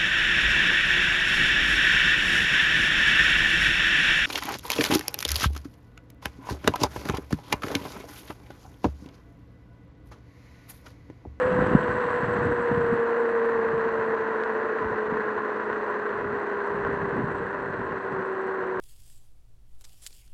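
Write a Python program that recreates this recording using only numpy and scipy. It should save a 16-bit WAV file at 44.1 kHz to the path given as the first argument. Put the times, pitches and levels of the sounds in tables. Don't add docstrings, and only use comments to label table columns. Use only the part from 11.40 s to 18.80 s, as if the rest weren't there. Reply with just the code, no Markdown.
import sys
import numpy as np
from scipy import signal
from scipy.fft import rfft, irfft, next_fast_len
from scipy.io import wavfile

SR = 44100
rng = np.random.default_rng(int(sys.argv[2]) if len(sys.argv) > 2 else 0)


def transcribe(signal):
    frames = np.atleast_2d(signal).T
    limited = np.clip(frames, -1, 1)
    pcm = np.round(limited * 32767).astype(np.int16)
    wavfile.write(sys.argv[1], SR, pcm)


N = 326322
TIME = np.arange(N) / SR

# time in seconds, level of the sizzle in dB.
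AIRFLOW = [(0, -65.5), (0.9, -69), (1.5, -72.5), (1.7, -77.5), (3.4, -82), (5.82, -79), (5.97, -73.5),
           (6.1, -79), (7.4, -82)]
# frequency in Hz, density in dB per Hz.
HISS = [(1000, -7.5), (2700, 15), (4200, 0), (5500, -13), (8700, -18), (10000, -21)]
# frequency in Hz, density in dB per Hz.
SIZZLE = [(5000, -20), (7200, 3), (8600, -2.5), (10000, -5.5)]
# centre in Hz, width in Hz, lift in dB.
HOUSING_MODES = [(7830, 620, 13), (9150, 450, 5.3)]

# start in seconds, hold in seconds, level in dB.
GUSTS = [(0.07, 0.49, -33.5), (0.204, 0.035, -27), (0.316, 0.015, -26.5), (0.55, 0.66, -40),
         (0.84, 0.16, -33.5), (1.06, 0.035, -32), (1.329, 0.21, -35), (1.953, 0.96, -46.5),
         (2.32, 0.055, -42.5), (3.443, 0.056, -40), (3.717, 0.022, -38), (4.79, 0.15, -43),
         (5.347, 0.716, -37.5), (5.72, 0.24, -39.5), (6.197, 0.36, -40.5), (6.722, 0.062, -39),
         (7.39, 0.05, -41.5)]
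# frequency in Hz, density in dB per Hz.
BUFFET = [(10, -45), (20, -26), (45, -11), (80, -5.5), (130, -2), (190, -1), (300, -6), (450, -16),
          (800, -21), (2000, -36.5), (5000, -68)]
CALM_DB, WAVER_DB, WAVER_PER_S = -54, 2, 22
SWELL_ATTACK_S, SWELL_RELEASE_S = 0.063, 0.053

# frequency in Hz, level in dB re the tap, t60 in seconds.
TINKLE_MODES = [(7700, 0, 0.016), (8150, -6.5, 0.012), (9150, -9.5, 0.026), (6030, -10, 0.012)]
TINKLES_PER_S, TINKLE_DB, TINKLE_RATE_FOLLOWS, TINKLE_LEVEL_FOLLOWS = 33, -73.5, 0.8, 0.36

# time in seconds, ring peak in dB, click peak in dB, top of the click in Hz.
CLICKS = [(3.0365, -20, -28.5, 4100), (0.3485, -28, -38, 3000), (4.3296, -22, -32, 3000),
          (4.693, -26, -32.5, 2900), (5.4492, -18.5, -33, 2900), (0.8572, -28, -38, 3300),
          (1.9999, -29, -40, 3500), (4.7905, -27, -38, 3000), (5.511, -22, -46, 2800),
          (1.083, -28, -36, 3200), (1.3475, -28, -35, 3000), (5.277, -30, -42.5, 4800)]
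FRAME_LOW_HZ, FRAME_HIGH_HZ = 1305, 1890

# start in seconds, hold in seconds, level in dB.
ROUGH_STRETCHES = [(0.195, 0.037, -28), (0.3, 0.02, -35), (5.417, 0.42, -44), (5.763, 0.049, -40)]
# frequency in Hz, density in dB per Hz.
RUMBLE = [(60, -16), (150, 1), (280, -4.5), (450, -2.5), (700, -12), (1200, -24), (4000, -65)]

# time in seconds, thump peak in dB, thump centre in Hz, slap in dB re the thump.
KNOCKS = [(0.1875, -17.5, 200, 1), (0.222, -22, 200, 0), (0.3315, -18, 300, -12), (0.3486, -3.2, 188, -11),
          (0.3985, -23, 160, -3), (0.829, -24, 170, -6), (1.113, -22, 270, -8), (1.312, -17, 215, -14),
          (1.324, -21, 150, -5), (1.373, -21, 130, -14), (2.335, -25, 170, -14), (3.45, -32, 75, -12),
          (3.721, -20, 220, -10), (5.488, -23.5, 210, -14), (5.538, -26, 210, -14), (5.628, -27, 150, -14),
          (5.757, -25, 230, -12), (5.778, -22, 190, -8), (5.791, -21, 270, -14), (5.806, -19.5, 290, -12)]
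KNOCK_SPREAD = 1.42

# frequency in Hz, density in dB per Hz.
ROAR = [(12, -56.5), (30, -35.5), (100, -20.5), (160, -24.5), (225, -8), (310, -7), (550, -6), (780, -8.5),
        (1300, -9), (1850, -9.5), (2250, -22), (3400, -36), (4300, -39), (5200, -49), (7200, -51),
        (10000, -63.5)]
# centre in Hz, width in Hz, lift in dB.
TYRE_MODES = [(218, 5.4, 0.5), (371.6, 55, 5.5), (469.8, 67, 9.5), (591.6, 14, 7), (1028, 233, 8.5),
              (1544, 446, 7), (1940, 130, 3.5), (2555, 60, 4.5), (2770, 250, 2.5), (4100, 280, 3),
              (6070, 740, 4.5)]
# start in seconds, hold in seconds, extra roar in dB.
LOUDER_STRETCHES = [(0.1, 0.94, 0.64), (2.46, 2.1, 0.62), (4.966, 0.85, 0.8)]
# multiple of the wheel's turning rate, depth in dB.
TYRE_THROB = [(1, 0), (2, 0.63), (5, 0.4)]
ROAR_DB, ROAR_DB_PER_OCTAVE = -27.9, 8.5
ROAR_TREBLE_HZ, DULLING_DB_PER_OCTAVE = 1300, 5

# multiple of the wheel's turning rate, level in dB re the load level,
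# unsteadiness re the whine.
MOTOR_ORDERS = [(15.04, -19, 0.9), (27.3, -23.5, 1), (29.99, 1, 1), (32.06, -17.5, 0.92), (45.1, -22.5, 1),
                (60.03, -19, 1.5), (74.7, -19.5, 1)]
# time in seconds, reference level of the partials in dB rms.
MOTOR_LOAD = [(0, -24.5), (0.4, -31.5), (0.9, -31), (1.45, -25.5), (2.0, -25.5), (2.95, -31.5), (3.9, -33),
              (4.55, -35), (5.2, -33.5), (5.75, -35.5), (5.95, -38), (6.6, -40), (6.8, -34), (7.4, -33)]
# time in seconds, depth in dB.
WHINE_DIPS = [(0.54, 11), (0.88, 5), (1.572, 7), (1.926, 12), (2.41, 4), (3.99, 4), (4.46, 16), (5.35, 14),
              (6.08, 10.5), (6.3, 18), (6.62, 8)]
DIP_S = 0.0095
# centre in Hz, width in Hz, lift in dB.
FRAME_MODES = [(216, 32, 8), (988, 44, 10.5)]
FLUTTER, WOBBLE_RAD, SHAKE_FOLLOWS = 0.099, 0.2, 0.41
WHINE_ORDER = 30
START_HZ, FRICTION_HZ_PER_S, DRAG_LOSS_HZ, DRAG_S = 507.03, 13.705, 30.9, 2.17

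CUTOFF_HZ = 10000


def from_db(db):
    return 10 ** (np.asarray(db) / 20)


def rms_one(x):
    return x / np.sqrt(np.mean(x ** 2) + 1e-20)


def level_in_time(rows):
    seconds, level_db = np.transpose(rows)
    return np.interp(TIME, seconds, level_db)


def drift(rate):
    step = 40
    pole = np.exp(-2 * np.pi * rate * step / SR)
    noise = rng.standard_normal(N // step + 2002)
    slow = signal.lfilter([1], [1, -2 * pole, pole * pole], noise)[2000:]
    return np.interp(np.arange(N) / step, np.arange(len(slow)), rms_one(slow))


def swell(start, hold):
    rise = np.clip(1 + (TIME - start) / SWELL_ATTACK_S, 0, 1)
    return rise * np.exp(-np.maximum(TIME - start - hold, 0) / SWELL_RELEASE_S)


def resonance_db(hz, modes):
    return sum(lift_db * .5 ** ((2 * (hz - centre) / width) ** 2) for centre, width, lift_db in modes)


def colour(x, spectrum, modes=()):
    size = next_fast_len(N + SR // 10)
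    hz = np.maximum(np.fft.rfftfreq(size, 1 / SR), 1)
    points_hz, points_db = np.transpose(spectrum)
    smooth_db = np.interp(np.log(hz), np.log(points_hz), points_db)
    gain = from_db(smooth_db + resonance_db(hz, modes))
    return rms_one(irfft(rfft(x, size) * gain, size)[:N])


def strike(s, low_hz, high_hz):
    band = np.clip(sorted([low_hz, high_hz]), 10, .45 * SR)
    body = signal.butter(3, band, "band", fs=SR, output="sos")
    ring = signal.sosfilt(body, signal.unit_impulse(SR // 10))
    ring_time = np.arange(len(ring)) / SR
    return np.interp(TIME - s, ring_time, ring / np.abs(ring).max(), left=0, right=0)


def air_hiss(flutter_db=3.0, hiss_gain_db=13.5, sputter_db=3.0):
    stream = rng.standard_normal(N) * from_db(flutter_db * drift(60))
    sputter = rng.standard_normal(N) * from_db(sputter_db * drift(97))
    hiss = from_db(hiss_gain_db) * colour(stream, HISS)
    sizzle = colour(sputter, SIZZLE, HOUSING_MODES)
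    return from_db(level_in_time(AIRFLOW)) * (hiss + sizzle)


def buffeting(lumpy_db=3.0):
    gust_power = sum((from_db(db) * swell(start, hold)) ** 2 for start, hold, db in GUSTS)
    level = np.sqrt(from_db(CALM_DB) ** 2 + gust_power)
    waver = from_db(WAVER_DB * drift(WAVER_PER_S))
    eddies = rng.standard_normal(N) * from_db(lumpy_db * drift(68))
    return level * waver * colour(eddies, BUFFET)


def tinkle(size_db=5.5):
    flow_db = level_in_time(AIRFLOW)
    swing_db = flow_db - flow_db.mean()
    taps_per_s = TINKLES_PER_S * from_db(TINKLE_RATE_FOLLOWS * swing_db)
    born = rng.random(N) < taps_per_s / SR
    sizes_db = size_db * np.minimum(rng.exponential(1, N), 2.5)
    taps = born * from_db(TINKLE_DB + TINKLE_LEVEL_FOLLOWS * swing_db + sizes_db)
    t = TIME[:SR // 10]
    ring = sum(from_db(db - 60 * t / t60) * np.sin(2 * np.pi * hz * t) for hz, db, t60 in TINKLE_MODES)
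    return signal.fftconvolve(taps, ring)[:N]


def clicks():
    out = np.zeros(N)
    for s, ring_db, click_db, top_hz in CLICKS:
        out += from_db(ring_db) * strike(s, FRAME_LOW_HZ, FRAME_HIGH_HZ)
        out += from_db(click_db) * strike(s, FRAME_LOW_HZ, top_hz)
    return out


def rumble(bumps_per_s=350):
    bumps = rng.standard_normal(N) * (rng.random(N) < bumps_per_s / SR)
    level = sum(from_db(db) * swell(start, hold) for start, hold, db in ROUGH_STRETCHES)
    return level * colour(bumps, RUMBLE)


def knocks(heave_db=-20, heave_low_hz=35, heave_high_hz=105, slap_low_hz=350, slap_high_hz=720):
    out = np.zeros(N)
    for s, peak_db, hz, slap_db in KNOCKS:
        thump = strike(s, hz / KNOCK_SPREAD, hz * KNOCK_SPREAD)
        slap = from_db(slap_db) * strike(s, slap_low_hz, slap_high_hz)
        heave = from_db(heave_db) * strike(s, heave_low_hz, heave_high_hz)
        out -= from_db(peak_db) * (thump + slap - heave)
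    return out


def tyres(turns, speed, grains_per_s=1800, grain_db=2.5, smooth=0.95, patchy_db=0.52, cogging=0.23):
    louder_db = sum(db * swell(start, hold) for start, hold, db in LOUDER_STRETCHES)
    throb_db = sum(db * np.sin(2 * np.pi * (round(order) * turns + rng.random()))
                   for order, db in TYRE_THROB)
    octaves = np.log2(speed)
    roar_db = ROAR_DB + ROAR_DB_PER_OCTAVE * octaves + louder_db + throb_db
    sizes = from_db(grain_db * np.minimum(rng.exponential(1, N), 4)) * rng.choice([-1, 1], N)
    taps = rms_one(sizes * (rng.random(N) < grains_per_s / SR))
    ripple = 1 + cogging * np.sin(2 * np.pi * WHINE_ORDER * turns)
    contact = (taps + smooth * rng.standard_normal(N)) * ripple
    roar = colour(contact, ROAR, TYRE_MODES)
    body = signal.sosfiltfilt(signal.butter(2, ROAR_TREBLE_HZ, fs=SR, output="sos"), roar)
    treble = (roar - body) * from_db(DULLING_DB_PER_OCTAVE * octaves)
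    return from_db(roar_db + patchy_db * drift(21)) * (body + treble)


def motor(turns, wheel_hz, sway_rad=0.9):
    load_db = level_in_time(MOTOR_LOAD)
    shake = from_db(SHAKE_FOLLOWS * (load_db.max() - load_db))
    dips_db = sum(depth_db * np.exp(-((TIME - s) / DIP_S) ** 2) for s, depth_db in WHINE_DIPS)
    sway = sway_rad * drift(1.8) / WHINE_ORDER
    out = np.zeros(N)
    for order, order_db, unsteady in MOTOR_ORDERS:
        roughness = unsteady * shake
        wobble = roughness * WOBBLE_RAD * drift(20)
        phase = 2 * np.pi * (order * turns + rng.random()) + order * sway + wobble
        flutter = 1 + roughness * FLUTTER * drift(16)
        gain = from_db(order_db + resonance_db(order * wheel_hz, FRAME_MODES))
        out += gain * flutter * np.sin(phase)
    return np.sqrt(2) * from_db(load_db - dips_db) * out


def scene():
    drag_hz = DRAG_LOSS_HZ * (1 - np.exp(-TIME / DRAG_S))
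    whine_hz = START_HZ - FRICTION_HZ_PER_S * TIME - drag_hz
    wheel_hz = whine_hz / WHINE_ORDER
    turns = np.cumsum(wheel_hz) / SR
    wind = air_hiss() + buffeting()
    deck_and_frame = tinkle() + clicks() + rumble() + knocks()
    rolling = tyres(turns, whine_hz / START_HZ) + motor(turns, wheel_hz)
    return (wind + deck_and_frame + rolling)[None, :]


def record(dry):
    return signal.sosfilt(signal.ellip(10, .2, 80, CUTOFF_HZ, fs=SR, output="sos"), dry)


dry = scene()
out = record(dry)
transcribe(out)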